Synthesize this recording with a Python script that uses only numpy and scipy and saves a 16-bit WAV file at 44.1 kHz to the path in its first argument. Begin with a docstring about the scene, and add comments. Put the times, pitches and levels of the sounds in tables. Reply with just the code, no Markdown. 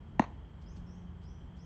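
"""An open yard: distant traffic, an engine hum and a thin insect buzz run throughout.
A small bird starts peeping in the trees. At 0.2 s one boot stamps on the brick paving:
a slap of the sole, a short low thump, then the foot settles on grit. Yard and trees answer faintly.
From 0.6 s the uniform rustles and a second bird gives four rising whistles."""
import sys
import numpy as np
from scipy import signal
from scipy.fft import rfft, irfft, next_fast_len
from scipy.io import wavfile
from scipy.ndimage import map_coordinates

SR = 44100
rng = np.random.default_rng(int(sys.argv[2]) if len(sys.argv) > 2 else 0)


def wav_record(signal):
    """Record a signal, one row per channel, as 16-bit PCM in the file named by sys.argv[1]."""
    frames = np.transpose(np.atleast_2d(signal))
    bounded = np.clip(frames, -1, 1)
    # unit amplitude maps onto the largest positive 16-bit level
    quanta = np.round(bounded * 32767).astype(np.int16)
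    wavfile.write(sys.argv[1], SR, quanta)


N = 72765


def amp(db):
    """Decibels to gain."""
    return 10 ** (np.asarray(db) / 20)


def unit(x):
    """Scale to rms 1."""
    return x / np.sqrt(np.mean(x ** 2) + 1e-20)


def since(start_s):
    """Seconds since start_s per sample, zero before it."""
    return np.maximum(np.arange(N) / SR - start_s, 0)


def wobble(rate_hz):
    """Smooth random curve, rate_hz knots a second."""
    knots = rng.standard_normal(int(N * rate_hz / SR) + 4)
    return map_coordinates(knots, [np.arange(N) * rate_hz / SR])


def filtered(x, response):
    """Apply a gain given as a function of Hz."""
    size = next_fast_len(N + 8192)
    return irfft(rfft(x, size) * response(np.fft.rfftfreq(size, 1 / SR)), size)[:N]


def noise(spectrum, grain_db=0):
    """Noise of rms 1 shaped by (freq_hz, gain_db) rows; grain_db clumps it into grains."""
    freq_hz, gain_db = np.transpose(spectrum)
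    grains = rng.standard_normal(N) * amp(grain_db * wobble(900))
    return unit(filtered(grains, lambda hz: amp(np.interp(np.log(hz + 1), np.log(freq_hz), gain_db))))


def bursts(rows):
    """Summed envelopes of (start_s, level_db, rise_s, t60_s) rows."""
    envelope = np.zeros(N)
    for start_s, level_db, rise_s, t60_s in rows:
        t = since(start_s)
        envelope += np.minimum(t / rise_s, 1) * amp(level_db - 60 * np.maximum(t - rise_s, 0) / t60_s)
    return envelope


def tone(pitch_hz):
    """Sine of rms 1 on a pitch curve."""
    return np.sqrt(2) * np.sin(2 * np.pi * (np.cumsum(pitch_hz) / SR + rng.random()))


def echo(x, spectrum, t60_s, delay_s):
    """Convolve with a diffuse outdoor tail of energy 1."""
    tail = noise(spectrum) * bursts([(delay_s, 0, 0.005, t60_s)])
    return signal.fftconvolve(x, tail / np.linalg.norm(tail))[:N]


# freq_hz, gain_db
TRAFFIC_SPECTRUM = [(20, -25), (37, -6), (55, -2), (81, -2), (112, -7.5), (176, -10.5), (215, -11.5),
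                    (270, -18), (355, -20.5), (600, -29), (894, -27.5), (1370, -33.5), (1700, -36),
                    (2690, -44), (3200, -39.5), (3650, -50.5), (5500, -56), (7900, -59.5), (8600, -70.5),
                    (12000, -73.5), (15800, -73)]

def traffic(level_db=-49):
    """Far traffic and leaves merge into a low, nearly steady rush."""
    return amp(level_db + 0.47 * wobble(7.54)) * noise(TRAFFIC_SPECTRUM)


# time_s, level_db
HUM_LEVELS = [(0, -62.5), (0.6, -61), (0.85, -51), (1.2, -53.5), (1.35, -58), (1.6, -53)]
# pitch_hz, level_db
ENGINE_DRONES = [(53.5, -57), (79, -56.5), (141, -63)]

def engine(hum_hz=176.5):
    """An engine's hum swells and dips over lower, wavering tones."""
    hum_db = np.interp(since(0), *np.transpose(HUM_LEVELS)) + 0.76 * wobble(6.78)
    hum = amp(hum_db) * tone(hum_hz + 0.58 * wobble(8.17))
    drones = sum(amp(db + 2.7 * wobble(8.6)) * tone(hz + 2 * wobble(14)) for hz, db in ENGINE_DRONES)
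    return hum + drones


def insect(centre_hz=3178, width_hz=150, level_db=-78.5):
    """Thin buzz: a narrow noise band with a fast flutter."""
    band = filtered(rng.standard_normal(N), lambda hz: np.exp(-0.5 * ((hz - centre_hz) / width_hz) ** 2))
    return amp(level_db + 2.9 * wobble(90)) * unit(band)


# start_s
PEEP_STARTS = [0.07, 0.285, 0.504, 0.549, 0.77, 0.935, 0.995, 1.161, 1.376, 1.429]

def peeping_bird(pitch_hz=7750, fall_hz=260, length_s=0.046):
    """Faint, thin peeps, each falling slightly."""
    song = np.zeros(N)
    for start_s in PEEP_STARTS:
        progress = np.minimum(since(start_s) / length_s, 1)
        song += np.sin(np.pi * progress) * tone(pitch_hz - fall_hz * progress)
    return amp(-90) * song


def through_trees(song):
    """The trees blur birdsong: direct sound plus a scattered tail."""
    spectrum = [(4000, 0), (6500, -2), (7700, -4.5)]
    return amp(-2) * song + amp(-3) * echo(song, spectrum, t60_s=0.5, delay_s=0.0049)


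# freq_hz, gain_db
SLAP_SPECTRUM = [(300, -11), (1500, 1.5), (3000, -0.5), (4300, -5), (4900, -16), (5500, -6.5), (6600, -6),
                 (8000, -24), (11000, -36), (13000, -46), (16000, -46)]

def sole_slap(start_s, level_db=-33, rise_s=0.00044, t60_s=0.018):
    """The sole's first contact cracks against the brick."""
    return noise(SLAP_SPECTRUM) * bursts([(start_s, level_db, rise_s, t60_s)])


# after_s, contact_db, thump_db
BOOT_CONTACTS = [(0, 0, 0), (0.0275, -21, -2.5)]
# delay_s, pitch_hz, peak_db, rise_s, t60_s; first row is the thump
BOOT_MODES = [(0.0016, 225, -14, 0.0051, 0.027), (0, 890, -13, 0.0038, 0.0042),
              (0.00081, 660, -17, 0.00084, 0.017), (0.0002, 1855, -21, 0.00057, 0.013),
              (0.0001, 2730, -32.5, 0.00063, 0.021), (0.003, 317, -31, 0.0024, 0.04)]

def boot_ring(start_s):
    """Each contact swells smoothly in the boot's modes and dies quickly."""
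    ring = np.zeros(N)
    for after_s, contact_db, thump_db in BOOT_CONTACTS:
        for mode, (delay_s, pitch_hz, peak_db, rise_s, t60_s) in enumerate(BOOT_MODES):
            t = since(start_s + after_s + delay_s)
            gain = amp(contact_db + peak_db + thump_db * (mode == 0))
            swell = np.sin(np.pi / 2 * np.minimum(t / rise_s, 1)) ** 2
            decay = amp(-60 * np.maximum(t - rise_s, 0) / t60_s)
            ring += gain * swell * decay * np.sin(2 * np.pi * pitch_hz * t)
    return ring


# freq_hz, gain_db
SNAP_SPECTRUM = [(2000, -6), (6500, 3), (11000, -8), (13000, -23), (16000, -20)]

def sand_snap(start_s=0.1966, level_db=-50, rise_s=0.0001, t60_s=0.002):
    """One grain of sand snaps under the full weight."""
    return noise(SNAP_SPECTRUM) * bursts([(start_s, level_db, rise_s, t60_s)])


# freq_hz, gain_db
GRIT_SPECTRUM = [(100, -6.5), (250, -0.5), (480, 1.5), (800, 2), (1100, 1.5), (1450, -7.5), (1900, -5.5),
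                 (2500, -9.5), (3300, -19.5), (4300, -15), (4900, -37), (6400, -20), (7500, -39),
                 (8500, -56), (16000, -64)]
# start_s, level_db, rise_s, t60_s
GRIT_SCUFFS = [(0.2045, -38, 0.00068, 0.056), (0.217, -42, 0.0019, 0.16), (0.238, -48.5, 0.0022, 0.056)]

def grit():
    """Sand crunches under the settling sole."""
    return noise(GRIT_SPECTRUM, grain_db=2.5) * bursts(GRIT_SCUFFS)


# freq_hz, gain_db
ECHO_SPECTRUM = [(100, -14), (250, -5.5), (800, -5.5), (3000, -5), (6000, -6), (9000, -6.5)]

def yard_answer(stomp):
    """A short echo from the yard, then a fainter, longer one from the trees."""
    yard = amp(-23) * echo(stomp, ECHO_SPECTRUM, t60_s=0.17, delay_s=0.022)
    trees = amp(-30.5) * echo(stomp, ECHO_SPECTRUM, t60_s=0.74, delay_s=0.069)
    return yard + trees


# freq_hz, gain_db
CLOTH_SPECTRUM = [(500, -8), (3500, 0), (5000, 0), (8000, -8.5), (9500, -29), (16000, -54)]
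# start_s, level_db, rise_s, t60_s
CLOTH_RUSTLES = [(0.608, -72, 0.013, 0.16), (0.752, -67.5, 0.016, 0.16), (1.205, -74, 0.034, 0.13),
                 (1.55, -74, 0.025, 0.17)]

def cloth():
    """The uniform rustles as it shifts."""
    return noise(CLOTH_SPECTRUM) * bursts(CLOTH_RUSTLES)


# start_s, length_s, hold_s, from_hz, to_hz, level_db
WHISTLES = [(0.658, 0.099, 0.0026, 4920, 6900, -63.5), (0.861, 0.14, 0.028, 5400, 6455, -66),
            (1.238, 0.14, 0.0031, 4980, 6000, -66.5), (1.588, 0.067, 0, 4970, 6840, -63)]

def whistling_bird(sweep_s=0.042, rough_hz=150, fade_db=-18.5):
    """Rough whistles sweep upward, level off and fade."""
    song = np.zeros(N)
    for start_s, length_s, hold_s, from_hz, to_hz, level_db in WHISTLES:
        progress = np.minimum(since(start_s) / length_s, 1)
        sweep_left = np.exp(-(since(start_s + hold_s) / sweep_s) ** 1.7)
        pitch_hz = to_hz + (from_hz - to_hz) * sweep_left + rough_hz * wobble(500)
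        arch = np.sqrt(np.abs(np.sin(np.pi * progress)))
        song += amp(level_db + fade_db * progress) * arch * tone(pitch_hz)
    return song


def scene(stomp_s=0.1947):
    """Quiet surroundings, the stomp and its answer, in mono."""
    background = traffic() + engine() + insect()
    birds = through_trees(peeping_bird() + whistling_bird())
    stomp = sole_slap(stomp_s) + boot_ring(stomp_s) + sand_snap() + grit()
    return (background + birds + stomp + yard_answer(stomp) + cloth())[None]


def record(dry, fade_in_s=0.006, top_hz=15800):
    """Brief fade-in, then the microphone's band limit."""
    fade_in = np.minimum(since(0) / fade_in_s, 1)
    return np.array([filtered(x * fade_in, lambda hz: hz < top_hz) for x in dry])


dry = scene()
out = record(dry)
wav_record(out)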